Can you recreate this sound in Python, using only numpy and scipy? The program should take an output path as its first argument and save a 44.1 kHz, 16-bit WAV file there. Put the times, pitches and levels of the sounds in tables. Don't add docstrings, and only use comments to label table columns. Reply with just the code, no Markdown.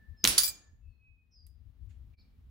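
import sys
import numpy as np
from scipy import signal
from scipy.fft import rfft, irfft, next_fast_len
from scipy.io import wavfile
from scipy.ndimage import map_coordinates

SR = 44100
rng = np.random.default_rng(int(sys.argv[2]) if len(sys.argv) > 2 else 0)


def generate_wav(signal):
    frames = np.transpose(np.atleast_2d(signal))
    scaled = np.clip(frames, -1, 1) * 32767
    pcm = np.round(scaled).astype(np.int16)
    wavfile.write(sys.argv[1], SR, pcm)


N = 110250


def amp(db):
    return 10 ** (np.asarray(db) / 20)


def unit(x):
    return x / np.sqrt(np.mean(x ** 2) + 1e-20)


def along(points, hz):
    point_hz, value = np.transpose(points)
    return np.interp(np.log(hz + 1), np.log(point_hz + 1), value)


def clock():
    return np.arange(N) / SR


def pan(left_minus_right_db):
    return amp(np.array([[left_minus_right_db], [-left_minus_right_db]]) / 2)


def wobble(rate_hz):
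    knots = rng.standard_normal(int(N * rate_hz / SR) + 4)
    return map_coordinates(knots, [clock() * rate_hz])


def filtered(x, response):
    m = next_fast_len(N + SR // 2)
    spectrum = rfft(x, m) * response(np.fft.rfftfreq(m, 1 / SR))
    return irfft(spectrum, m)[..., :N]


def causal(gain_db):
    cepstrum = irfft(gain_db * np.log(10) / 20)
    half = len(cepstrum) // 2
    cepstrum[1:half] *= 2
    cepstrum[half + 1:] = 0
    return np.exp(rfft(cepstrum))


def white(side_db):
    mid, side = rng.standard_normal((2, N))
    side = amp(side_db) * side
    return unit(np.array([mid + side, mid - side]))


def noise(colour, side_db):
    return unit(filtered(white(side_db), lambda hz: amp(along(colour, hz))))


def envelope(start_s, attack_s, t60_s, hold_s=0):
    age = clock() - start_s
    rise = np.clip(age / attack_s, 0, 1)
    return rise * amp(-60 * np.maximum(age - attack_s - hold_s, 0) / t60_s)


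# hz, t60_s
GARDEN_DECAY = [(100, .62), (400, .7), (700, .64), (2000, .47), (5000, .36), (9000, .27), (14000, .21)]
GARDEN_BUILD_S = 0.0079


def garden(x):
    hz, t, z = signal.stft(rng.standard_normal((2, SR)), SR, nperseg=256)
    decay = amp(-60 * t / along(GARDEN_DECAY, hz)[:, None])
    build = 1 - np.exp(-t / GARDEN_BUILD_S)
    tail = signal.istft(z * decay * build, SR, nperseg=256)[1]
    tail = tail / np.linalg.norm(tail[0])
    return signal.fftconvolve(x, tail, axes=1)[:, :N]


# time_s, rumble_db, left_minus_right_db
WIND_GUSTS = [(0, -56, -2), (0.061, -66.5, 5), (0.102, -50, 25), (0.141, -57, 16), (.22, -68.5, 10),
              (0.399, -54, 7), (.65, -67, 7.5), (.73, -51.5, -9), (0.799, -63, 8), (.88, -52.5, 13.5),
              (0.991, -69, 11.5), (1.1, -61.5, 10), (1.27, -72, 2), (1.45, -59, 11.5), (1.58, -62.5, 14),
              (1.69, -53, 19.5), (1.75, -66, 11), (1.85, -49, 20.5), (1.94, -56.5, 7), (2.08, -50.5, 9.5),
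              (2.198, -60.5, -1), (2.5, -53.5, -1.5)]
# hz, gain_db
RUMBLE_COLOUR = [(20, -16.5), (45, 1.5), (75, 3.5), (110, -5), (160, -24), (300, -34.5), (800, -65)]
# hz, gain_db
AIR_COLOUR = [(30, -2), (120, -3.5), (230, 0), (320, -10.5), (600, -20.5), (1500, -25), (4000, -29),
              (8000, -41.5), (15000, -34)]
# time_s, level_db
AIR_LEVEL_CURVE = [(0, -67), (.7, -74.5), (1.2, -79), (1.6, -73.5), (2.0, -69.5), (2.5, -69.5)]


def breeze():
    time_s, *columns = np.transpose(WIND_GUSTS)
    gust_db, lean_db = [np.interp(clock(), time_s, column) for column in columns]
    port_db = gust_db + np.array([lean_db, -lean_db]) / 2
    gusts = amp(port_db) * noise(RUMBLE_COLOUR, side_db=-6.5)
    air_db = np.interp(clock(), *np.transpose(AIR_LEVEL_CURVE))
    return gusts + amp(air_db) * noise(AIR_COLOUR, side_db=-1)


# start_s, length_s, first_hz, last_hz, level_db, roughness (0-1)
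BIRD_NOTES = [(-.04, .17, 1768, 1763, -67.5, 0.07), (0.13, 0.144, 1755, 1750, -77, .03),
              (.165, 0.12, 5240, 4870, -63.5, 0.25), (0.545, 0.2, 1738, 1746, -77.5, 0.11),
              (0.808, 0.1828, 2619, 2560, -80.5, 0.1), (0.878, 0.1255, 4350, 4200, -90.5, 0.17),
              (0.977, 0.1755, 2546, 2535, -71.5, 0.04), (1.128, 0.15, 2520, 2518, -77, 0.04),
              (1.307, 0.066, 5625, 5350, -74.5, 0.7), (1.311, .14, 5200, 4745, -65.5, .25),
              (1.46, 0.13, 4900, 4986, -88.5, 0.2), (2.164, 0.072, 4203, 4264, -73, 0.88),
              (2.167, 0.0729, 4969, 4933, -77.5, 0.69)]
ROUGH_HZ, BIRD_WET_DB = 330, -4


def birds():
    song, t = np.zeros(N), clock()
    for start_s, length_s, first_hz, last_hz, level_db, roughness in BIRD_NOTES:
        progress = np.clip((t - start_s) / length_s, 0, 1)
        glide_hz = first_hz + (last_hz - first_hz) * progress
        pitch_hz = glide_hz + ROUGH_HZ * roughness * wobble(400)
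        whistle = np.sqrt(2) * np.sin(2 * np.pi * np.cumsum(pitch_hz) / SR)
        song += amp(level_db) * np.sin(np.pi * progress) * whistle
    song = np.array([song, song])
    return song + amp(BIRD_WET_DB) * garden(song)


# start_s, level_db, attack_s, t60_s, centre_hz, width_octaves
HANDLING_NOISES = [(1.467, -54.5, .0004, .012, 11280, 0.034), (1.466, -64.5, 0.00049, .04, 6200, 1.66),
                   (1.466, -73.5, .002, 0.21, 11600, 1), (1.888, -73.5, 0.0196, 0.26, 2277, 0.688),
                   (1.887, -81, 0.0142, 0.27, 6955, 0.1877), (2.133, -76, 0.00319, 0.086, 2201, .6),
                   (2.135, -71.5, .004, 0.554, 2339, 0.0336)]


def handling():
    out = np.zeros((2, N))
    for start_s, level_db, attack_s, t60_s, centre_hz, width_octaves in HANDLING_NOISES:
        def resonance(hz):
            return 1 / (1 + (np.log2((hz + 1) / centre_hz) / width_octaves) ** 2)
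        band = unit(filtered(white(side_db=-2.5), resonance))
        out += amp(level_db) * band * envelope(start_s, attack_s, t60_s)
    return out * pan(-3.5)


# hz, level_db, t60_s
PLATE_MODES = [(3465, -43, .19), (4660, -33, .17), (4778, -29.5, .195), (5295, -35, .23), (8035, -33, .25),
               (10115, -37, .21), (10345, -35, .19), (10452, -31.5, .22), (11690, -43, .25),
               (13740, -37, .24), (15190, -32, .17), (15730, -37, .2)]
# hz, level_db, t60_s
FRAME_MODES = [(2374, -46, .28), (6460, -42, .42), (6853, -43, .43)]
SPLIT_HZ, MODE_SCATTER_DB, TWIN_DB = 35, -0.5, -6.5
FAVOUR_DB, FAVOUR_HZ = 10, 453


def ring(modes, start_s, favoured_hz):
    out, age = np.zeros((2, N)), clock()[:SR]
    for hz, level_db, t60_s in modes:
        scatter, split = rng.standard_normal(2)
        phase = rng.uniform(0, 2 * np.pi, (2, 2, 1))
        main = np.sin(2 * np.pi * hz * age + phase[0])
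        twin = np.sin(2 * np.pi * (hz + SPLIT_HZ * split) * age + phase[1])
        favour_db = FAVOUR_DB * np.exp(-((hz - favoured_hz) / FAVOUR_HZ) ** 2)
        strike_db = level_db + favour_db + MODE_SCATTER_DB * scatter
        out[:, round(start_s * SR):][:, :SR] += (main + amp(TWIN_DB) * twin) * amp(strike_db - 60 * age / t60_s)
    return out


# start_s, ring_db, clash_db, left_minus_right_db, favoured_hz
SPINNER_BLOWS = [(0.276, -9.5, -26, -4.5, 10300), (0.3793, -2, -20, 1.5, 4640),
                 (0.3814, -2, -16, -3, 10100), (.4022, -8, -30.5, -3.5, 4700),
                 (0.4339, -3.5, -37.5, 12, 13700), (0.44, -12.5, -41, -15, 5300),
                 (.4620, -18, -52.5, 7, 5220), (.4777, -13, -36, -9.5, 7850)]
# hz, gain_db
CLASH_SPECTRUM = [(200, -32), (800, -21), (1500, -5), (2400, -13.5), (3500, -0.5), (5200, -0.5),
                  (7500, -0.5), (9000, -9.5), (10400, 0), (12800, -7), (15500, -5.5)]
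CLASH_T60_S, FRAME_DB, FRAME_T60_S = 0.034, -9, 0.29
CLUSTER_DB, CLUSTER_HZ = 8, 300
REST_S, REST_T60_S = 0.49804, 0.0984
STEEL_WET_DB = -19


def spinner():
    out = np.zeros((2, N))
    free = amp(-60 * np.maximum(clock() - REST_S, 0) / REST_T60_S)
    for start_s, ring_db, clash_db, pan_db, favoured_hz in SPINNER_BLOWS:
        tones = free * ring(PLATE_MODES, start_s, favoured_hz) + ring(FRAME_MODES, start_s, favoured_hz)

        def cluster(hz):
            return amp(CLUSTER_DB / (1 + ((hz - favoured_hz) / CLUSTER_HZ) ** 2))
        clash = unit(filtered(noise(CLASH_SPECTRUM, side_db=-1), cluster))
        shape = envelope(start_s, .0003, CLASH_T60_S)
        shape = shape + amp(FRAME_DB) * envelope(start_s, .0007, FRAME_T60_S)
        out += pan(pan_db) * (amp(ring_db) * tones + amp(clash_db) * free * shape * clash)
    return out + amp(STEEL_WET_DB) * garden(out)


# start_s, level_db, attack_s, hold_s, t60_s, centre_hz
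DULL_THUDS = [(.238, -33.5, .003, .023, .05, 140), (.276, -36, .003, .016, .07, 55)]
# hz, gain_db
THUD_SPECTRUM = [(30, 0), (200, -1), (500, 1.5), (800, -8.5), (1400, 0.5), (4000, -2), (15000, -17)]
THUD_OCTAVES, THUD_SKIRT_DB, THUD_WET_DB = 1.1, -16, -10


def thuds():
    out = np.zeros((2, N))
    for start_s, level_db, attack_s, hold_s, t60_s, centre_hz in DULL_THUDS:
        def hump(hz):
            octaves = np.log2((hz + 1) / centre_hz)
            return amp(THUD_SKIRT_DB) + np.exp(-(octaves / THUD_OCTAVES) ** 2)
        burst = unit(filtered(noise(THUD_SPECTRUM, side_db=-8.5), hump))
        out += amp(level_db) * burst * envelope(start_s, attack_s, t60_s, hold_s)
    return out + amp(THUD_WET_DB) * garden(out)


# start_s, level_db, attack_s, hold_s, t60_s
MUZZLE_PUFF = (.2395, -29, .003, .022, .03)
# hz, gain_db
PUFF_SPECTRUM = [(200, -10.5), (1300, 1.5), (3500, 1.5), (7000, -1.5), (11000, -3.5), (15500, -2.5)]
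PUFF_WET_DB = -7.5


def puff():
    start_s, level_db, attack_s, hold_s, t60_s = MUZZLE_PUFF
    hiss = noise(PUFF_SPECTRUM, side_db=-2) * envelope(start_s, attack_s, t60_s, hold_s)
    hiss = amp(level_db) * hiss
    return pan(-0.5) * (hiss + amp(PUFF_WET_DB) * garden(hiss))


# start_s, snap_db, ping_db, ping_hz,
# scatter_db, scatter_t60_s, garden_db, left_minus_right_db, right_lag_s
SHOT_CRACKS = [(0.2419, 6, -3.5, 6253, -3, 0.022, 0, -4, .00016),
               (.2510, 4.5, -2, 4013, -2.5, 0.038, -2, -3.5, 0.000022),
               (.2748, 11, -11.5, 6000, 5, .02, 9, -0.5, .00001)]
# hz, gain_db
SNAP_SPECTRUM = [(100, -10), (600, -13.5), (1500, -11), (3000, -2.5), (6500, -1), (9000, -1.5),
                 (15500, -6.5)]
PING_S, PING_ECHO_DB = .00014, -14.5


def cracks():
    out = np.zeros((2, N))
    for (start_s, snap_db, ping_db, ping_hz, scatter_db, scatter_t60_s,
         garden_db, pan_db, right_lag_s) in SHOT_CRACKS:
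        onsets_s = np.array([[start_s], [start_s + right_lag_s]])
        pulse = 1. * (np.arange(N) == np.round(onsets_s * SR))
        snap = filtered(pulse, lambda hz: causal(along(SNAP_SPECTRUM, hz)))
        age = np.maximum(clock() - onsets_s, 0)
        swell = age / PING_S * np.exp(1 - age / PING_S)
        ping = amp(ping_db) * swell * np.sin(2 * np.pi * ping_hz * age)
        scatter = white(side_db=8) * envelope(0, 0.00025, scatter_t60_s)
        scatter = amp(scatter_db) * scatter / np.linalg.norm(scatter[0])
        spread = snap + amp(PING_ECHO_DB) * ping
        echoes = signal.fftconvolve(spread, scatter, axes=1)[:, :N]
        echoes = echoes + amp(garden_db) * garden(spread)
        out += pan(pan_db) * (amp(snap_db) * snap + ping + echoes)
    return out


DIP_S, DIP_WIDTH_S, DIP_DB = 2.164, .015, -20


def scene():
    dip = amp(DIP_DB * np.exp(-((clock() - DIP_S) / DIP_WIDTH_S) ** 2))
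    background = birds() + handling() + breeze()
    return cracks() + puff() + thuds() + spinner() + dip * background


# hz, left_minus_right_db
PORT_DIFFERENCE = [(100, 2), (1000, 0), (3000, 1), (6000, -1), (9000, -6.5), (14000, 2)]
# hz, side_gain_db
PORT_SIDE = [(100, -2.5), (1300, -0.5), (3000, 1), (5500, -2), (10000, 1)]
CLIP_LEVEL, TOP_HZ = .9, 16000


def record(dry):
    mid = (dry[0] + dry[1]) / 2
    side = filtered((dry[0] - dry[1]) / 2, lambda hz: amp(along(PORT_SIDE, hz)))

    def balance(hz):
        return amp(np.outer([1, -1], along(PORT_DIFFERENCE, hz)) / 2)
    ports = filtered(np.array([mid + side, mid - side]), balance)
    clipped = np.clip(ports, -CLIP_LEVEL, CLIP_LEVEL)
    return filtered(clipped, lambda hz: 1 / (1 + (hz / TOP_HZ) ** 120))


dry = scene()
out = record(dry)
generate_wav(out)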